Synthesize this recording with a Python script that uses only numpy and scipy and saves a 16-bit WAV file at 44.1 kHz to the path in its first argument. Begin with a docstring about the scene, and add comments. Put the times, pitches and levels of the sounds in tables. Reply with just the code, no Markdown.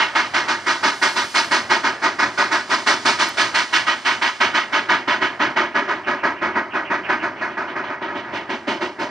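"""Narrow-gauge steam locomotive pulling past a depot

Some way off, about six slightly limping chuffs a second: noise under valve-shaped envelopes barks in the stack,
thumps in the smokebox, rasps at the nozzle and hisses at the rim. Leaking steam, a brief spray and a rumbling
train are coloured noise; wheezing puffs and tiny ticks dot the pull. Ground and wagons reflect the steam.
The hiss thins as the engine draws level, then the blasts dissolve into a later, softer stretch of the pull."""
import sys
import numpy as np
from scipy import signal
from scipy.fft import rfft, irfft
from scipy.io import wavfile
from scipy.ndimage import uniform_filter1d

SR = 44100
rng = np.random.default_rng(int(sys.argv[2]) if len(sys.argv) > 2 else 0)


def transcribe(u):
    """Save the signal u as a 16-bit wav file named by the first command-line argument.

    u: samples, shape (n,) or (channels, n), limited to [-1, 1]; the rate is SR.
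    q: integer samples, one column per channel.
    """
    v = np.clip(np.atleast_2d(u).T, -1, 1)
    q = np.round(v * 32767).astype(np.int16)
    wavfile.write(sys.argv[1], SR, q)


N = 401310

# time (s) of every sample, frequency (Hz) of every bin
TIME = np.arange(N) / SR
FREQ = np.maximum(np.arange(N // 2 + 1) * SR / N, 1)

# exhaust strength through the first and the second stretch of the pull, before accents and scatter:
# start_s [s], bark_db [dB], thump_db [dB], hiss_db [dB], rasp_db [dB]
FIRST_STEAM = [(-0.01, -16, -30.5, -26.5, -20), (0.83, -15, -27, -21.5, -31.0),
               (1.35, -16.5, -29, -19.5, -26), (1.84, -14, -25.5, -25, -25.5),
               (2.19, -14.5, -27.5, -25.5, -40), (3.06, -15, -25.5, -19, -25),
               (3.73, -16.5, -35, -22.0, -20), (3.87, -15.5, -30, -25, -20),
               (4.06, -15.5, -31.5, -23.5, -20), (5.22, -16.5, -25.5, -32.5, -23.5),
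               (6.56, -18, -24, -41.0, -35.5), (7.09, -17, -26.5, -39.5, -33),
               (7.23, -19.0, -26, -39.5, -38), (7.76, -17, -25.5, -42, -39.0)]
SECOND_STEAM = [(8.02, -24, -25, -46, -31), (8.15, -29.5, -26.5, -43.5, -29.5),
                (8.68, -24.5, -24.0, -35, -27.5), (9.0, -25.5, -24, -36.0, -33)]


def undb(db):
    """Decibels to gain."""
    return 10 ** (np.asarray(db) / 20)


def unit(x):
    """Scale to rms 1."""
    return x / np.sqrt(np.mean(x ** 2))


def curves(table):
    """The columns of a table of (s, ..) rows, drawn as straight lines through every sample."""
    time_s, *columns = np.transpose(table)
    return [np.interp(TIME, time_s, column) for column in columns]


def shape(points):
    """A curve over (Hz, value) points at every frequency, straight on a logarithmic pitch axis."""
    hz, value = np.transpose(points)
    return np.interp(np.log(FREQ), np.log(hz), value)


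def colour(x, db):
    """Filter by a gain in dB at every frequency."""
    return irfft(rfft(x) * undb(db), N)


def noise(db):
    """Two unrelated rows of coloured turbulence, rms 1: one for direct sound, one for scattered sound."""
    real, imaginary = rng.standard_normal((2, 2, len(FREQ)))
    return unit(irfft((real + 1j * imaginary) * undb(db), N))


def walk(rate_hz):
    """Random levels, held for 1 / rate_hz and slewed by two running means; spread near 1."""
    hold = int(SR / rate_hz)
    steps = np.repeat(rng.standard_normal(N // hold + 1), hold)
    smooth = uniform_filter1d(uniform_filter1d(steps, hold), hold)
    return 1.22 * smooth[:N]


def strokes(start_s, turn_s, quicken_s, steam, fade_in):
    """Four blasts a wheel turn; rows of (s, opening s, full s, wheeze lead s, bark, thump, hiss, rasp dB)."""
    # blasts of one turn, limping because the valves are set unevenly: share [of a turn],
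    # opening_s [s, before scatter], full_s [s from the start of opening], accent_db [dB], wheeze_lead_s [s]
    beats = [(0, .032, .055, 0, .006), (.24, .019, 0.055, -0.02, .026), (0.517, .02, 0.051, 0.63, .026),
             (.723, 0.024, 0.045, -0.5, .004)]
    # the dissolve between the two stretches
    from_s, to_s = 7.08, 8.52
    # no two blasts are quite alike: spread of level (dB) and of opening time (log ratio)
    level_scatter_db, opening_scatter = .5, .15
    steam_s, *steam_db = np.transpose(steam)
    rows = []
    for turn in range(-1, 14):
        for share, opening_s, full_s, accent_db, lead_s in beats:
            turns = turn + share
            # each turn is shorter than the last by quicken_s
            s = start_s + turn_s * turns - quicken_s * turns * (turns - 1) / 2
            mix = np.clip((s - from_s) / (to_s - from_s), 0, 1)
            gain = mix if fade_in else 1 - mix
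            louder, slower = rng.standard_normal(2)
            if gain > 0 and -full_s < s < TIME[-1]:
                change_db = accent_db + level_scatter_db * louder + 20 * np.log10(gain)
                levels_db = [change_db + np.interp(s, steam_s, column) for column in steam_db]
                rows.append((s, opening_s * np.exp(opening_scatter * slower), full_s, lead_s, *levels_db))
    return rows


def blasts(chuffs, levels_db, lag_s, decay_db_s, sag_db_s):
    """Flow of all blasts: the valve opens, the cylinder blows down, then the jet dies away."""
    power = np.zeros(N)
    for (s, opening_s, full_s, *_), level_db in zip(chuffs, levels_db):
        # the blast's time lies midway through the opening
        start_s = s - opening_s / 2
        first = int(start_s * SR)
        span = slice(max(0, first), first + SR // 2)
        age = TIME[span] - start_s - lag_s
        valve = np.sin(np.pi / 2 * np.clip(age / opening_s, 0, 1)) ** 1.6
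        sag_db = sag_db_s * (np.minimum(age, full_s) - full_s / 2)
        decay_db = decay_db_s * np.maximum(age - full_s, 0)
        power[span] += (valve * undb(level_db - sag_db - decay_db)) ** 2
    return np.sqrt(power)


def exhaust(chuffs, churn_db=0.72, tear_db=0.74, sizzle_db=-14, sizzle_growth=1.78):
    """The jet rings the stack, shoves the air in the smokebox, rasps at the nozzle and hisses at the rim."""
    # resonances of stack and smokebox: pitch_hz [Hz], width_hz [Hz], lift_db [dB]
    resonances = [(362, 33, 1), (585, 19, 6.5), (908, 30, 3.5), (1078, 57, 3), (1274, 224, 5),
                  (1470, 87, 7), (1700, 44, 8), (1910, 84, 6), (2040, 140, 1), (2510, 58, 7)]
    # relative spectra of the jet's layers: pitch_hz [Hz], density_db [dB per Hz]
    bark_colour = [(200, -42), (480, -27), (650, -5.5), (900, -1), (1300, 0), (1700, -1.5), (2100, -3),
                   (2500, -10), (3000, -32), (5000, -35), (9000, -60)]  # before the resonances
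    thump_colour = [(20, -58.5), (50, -46), (85, -15.5), (155, -7), (220, -3.5), (300, -4), (380, 1),
                    (470, -9), (650, -3), (1000, -6), (2000, -45), (5000, -73)]  # before the resonances
    rasp_colour = [(1000, -28.5), (1800, 2.5), (2250, 3), (2550, -2.5), (3000, -1), (3500, -6.5),
                   (4200, -10.5), (8000, -56)]
    hiss_colour = [(1000, -30), (2200, 3.5), (3000, -2), (3600, 1), (4300, 2.5), (5400, 0), (6400, -5.5),
                   (7500, -20.5), (9300, -32.5), (11000, -46), (15000, -72)]
    sizzle_colour = [(4000, -33), (6500, 4), (7600, 3.5), (9400, 0.5), (10500, -14.5), (13000, -30),
                     (14500, -52)]

    *_, bark_db, thump_db, hiss_db, rasp_db = np.transpose(chuffs)
    # the stronger the hiss, the faster its topmost sizzle grows
    top_db = bark_db + sizzle_growth * (hiss_db - bark_db) + sizzle_db
    ring_db = sum(lift / (1 + (2 * (FREQ - hz) / width) ** 2) for hz, width, lift in resonances)

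    bark = noise(shape(bark_colour) + ring_db)
    bark = bark * blasts(chuffs, bark_db, lag_s=0, decay_db_s=211, sag_db_s=23.5)
    thump = noise(shape(thump_colour) + ring_db)
    thump = thump * blasts(chuffs, thump_db, lag_s=-.001, decay_db_s=148, sag_db_s=40)
    rasp = noise(shape(rasp_colour)) * blasts(chuffs, rasp_db, lag_s=.001, decay_db_s=193, sag_db_s=18)
    hiss = noise(shape(hiss_colour)) * blasts(chuffs, hiss_db, lag_s=.0029, decay_db_s=198.5, sag_db_s=26)
    sizzle = noise(shape(sizzle_colour)) * blasts(chuffs, top_db, lag_s=0, decay_db_s=173, sag_db_s=59)

    # big eddies shake the whole jet, small ones tear at its edge
    churn = undb(churn_db * walk(70))
    tear = undb(tear_db * walk(450))
    return churn * (thump + (bark + rasp + hiss + sizzle) * tear)


def leak(loudest_db=-37, growth=1.33, flutter_db=1):
    """Steam escapes steadily atop the boiler; it swells and thins with the blasts' hiss, only more so."""
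    # relative spectrum: pitch_hz [Hz], density_db [dB per Hz]
    leak_colour = [(1500, -5.5), (3000, 4.5), (5000, 7.5), (6500, 1.5), (7600, -4), (9500, -8),
                   (11000, -21), (13000, -25), (14500, -54)]
    _, _, hiss_db, _ = curves(np.vstack([FIRST_STEAM, SECOND_STEAM]))
    level_db = loudest_db + growth * (hiss_db - hiss_db.max())
    return noise(shape(leak_colour)) * undb(level_db + flutter_db * walk(30))


def rolling(swell_db=3.0):
    """Wheels, rods and the fire's draught merge into an uneven rumble."""
    # running gear and coaches, before the swell: start_s [s], level_db [dB]
    rumble_level = [(0, -35.5), (5.5, -36.5), (7.4, -37), (8.2, -39.5), (9.1, -39)]
    # relative spectrum: pitch_hz [Hz], density_db [dB per Hz]
    rumble_colour = [(25, -26), (50, -24.5), (85, -2.5), (125, 0.5), (160, -4.5), (250, 0.5), (360, -4),
                     (490, -3.5), (650, 1.5), (950, 1), (1600, 2), (2200, -2), (3200, -23.5), (5500, -25.5),
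                     (8000, -52.5), (14000, -59)]
    level_db, = curves(rumble_level)
    return noise(shape(rumble_colour)) * undb(level_db + swell_db * walk(25))


def yard(x, dull_hz=5500, loss_db=-1.42):
    """Duller copies arrive a few ms after the direct sound and give it a hollow colour that drifts."""
    # early reflections off ground, rails and wagons, before the drift: lag_ms [ms], gain [signed ratio]
    echoes = [(1.547, -.19), (3.011, .14), (3.136, .29), (3.267, .23), (3.737, .34), (3.79, -.33),
              (4.032, .13), (4.474, -.1)]
    # the reflections shift as the engine moves: start_s [s], lag_factor [ratio], strength_factor [ratio]
    drift = [(1.2, 1.017, 1.03), (2.65, .997, .97), (5.1, .996, 1.12), (9.1, .998, .8)]
    stretch, strength = curves(drift)
    dull = colour(x, -10 * np.log10(1 + (FREQ / dull_hz) ** 2))
    bounced = np.zeros(N)
    for lag_ms, gain in echoes:
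        bounced += gain * np.interp(TIME - stretch * lag_ms / 1000, TIME, dull)
    return undb(loss_db) * (x + strength * bounced)


def spray(flutter_db=0.5):
    """Wet steam spurts briefly and airily from the top of the boiler."""
    # swell of the spurt, before the flutter: start_s [s], level_db [dB]
    spurt = [(.7, -75), (1.05, -49), (1.45, -50), (1.9, -72)]
    # relative spectrum: pitch_hz [Hz], density_db [dB per Hz]
    airy_colour = [(4000, -12), (7500, 0), (10000, -1), (13000, -9), (14000, -30)]
    level_db, = curves(spurt)
    valve_open = (TIME > spurt[0][0]) & (TIME < spurt[-1][0])
    return noise(shape(airy_colour)) * valve_open * undb(level_db + flutter_db * walk(30))


def ticks(t60_s=0.0059, low_hz=5000):
    """Tiny dry ticks close to the microphone: highpassed noise that dies away within milliseconds."""
    # start_s [s], peak_db [dB]
    tick_list = [(3.29, -21), (8.381, -42), (9.008, -39)]
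    out = np.zeros(N)
    age = TIME[:SR // 50]
    highpass = signal.butter(2, low_hz, "high", fs=SR, output="sos")
    for start_s, peak_db in tick_list:
        burst = rng.standard_normal(len(age)) * undb(-60 * age / t60_s)
        tick = signal.sosfilt(highpass, burst)
        start = int(start_s * SR)
        out[start:start + len(age)] += undb(peak_db) * tick / np.abs(tick).max()
    return out


def wheeze(chuffs, centre_hz=2400, width_hz=1100, length_s=.075, fall_hz_s=8000):
    """A worn valve lets a puff slip out ahead of each blast; its pitch sinks as the pressure drops."""
    # heard while the engine draws level, level before the puff's swell: start_s [s], level_db [dB]
    wheeze_level = [(5.599, -50), (6.049, -37.5), (6.55, -39.5), (7.051, -32.5), (7.25, -34.5),
                    (7.599, -46), (8.101, -55)]
    when_s, level_db = np.transpose(wheeze_level)
    out, n = np.zeros((2, N)), int(length_s * SR)
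    hz = np.arange(n // 2 + 1) * SR / n
    band = 1 / (1 + (2 * (hz - centre_hz) / width_hz) ** 4)
    # shifts the band from above its centre to below it
    sinking = np.exp(-1j * np.pi * fall_hz_s * (TIME[:n] - length_s / 2) ** 2)
    swell = np.sin(np.pi * np.arange(n) / n)
    for s, _, _, lead_s, *_ in chuffs:
        if when_s[0] < s < when_s[-1]:
            breath = irfft(rfft(rng.standard_normal((2, n))) * band, n)
            puff = unit((signal.hilbert(breath) * sinking).real)
            start = int((s - lead_s - length_s / 2) * SR)
            out[:, start:start + n] += undb(np.interp(s, when_s, level_db)) * puff * swell
    return out


def scene():
    """The engine and its train, nearly straight ahead; scattered sound widens them a little."""
    # share of scattered sound that differs between the sides: pitch_hz [Hz], level_db [dB]
    spread = [(60, -42.5), (150, -60.5), (330, -19), (700, -14.5), (1400, -19.5), (2800, -12.5),
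              (5500, -10.5), (10000, -16)]
    first = strokes(start_s=-.011, turn_s=.68118, quicken_s=.00126, steam=FIRST_STEAM, fade_in=False)
    second = strokes(start_s=7.676, turn_s=.66, quicken_s=0, steam=SECOND_STEAM, fade_in=True)
    steam = exhaust(first + second) + leak() + spray()
    unreflected = rolling() + wheeze(first)
    mid = yard(steam[0]) + unreflected[0] + ticks()
    side = colour(steam[1] + unreflected[1], shape(spread))
    return np.array([mid + side, mid - side])


def record(dry, low_cut_hz=50, apart_hz=700, top_hz=13900):
    """The two microphones differ in colour and phase; the deepest bass and the top are cut."""
    # left minus right, before the bass is evened out: pitch_hz [Hz], difference_db [dB]
    port_colour = [(400, -1.5), (1000, 0), (1800, -2), (2500, -4), (3100, -12.5), (4000, 2), (5300, -0.5),
                   (7000, -2), (9500, -1.5)]
    # lead of the left microphone, before the bass is evened out: pitch_hz [Hz], lead_rad [radians]
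    port_phase = [(400, -0.026), (950, -0.29), (1460, -0.67), (1980, -0.45), (2410, -1.12), (3530, 0.99),
                  (4130, 0.78), (4500, 0.33), (6500, -1.04), (7300, -1.1), (8200, 0.39)]
    # long waves reach both capsules alike
    apart = FREQ ** 2 / (FREQ ** 2 + apart_hz ** 2)
    # each side takes half the difference, in opposite directions
    left = undb(apart * shape(port_colour) / 2) * np.exp(1j * apart * shape(port_phase) / 2)
    bass_cut = 1 / np.sqrt(1 + (low_cut_hz / FREQ) ** 2)
    pair = irfft(rfft(dry) * np.array([left, 1 / left]) * bass_cut, N)
    return signal.sosfilt(signal.ellip(8, .2, 70, top_hz, fs=SR, output="sos"), pair)


dry = scene()
out = record(dry)
transcribe(out)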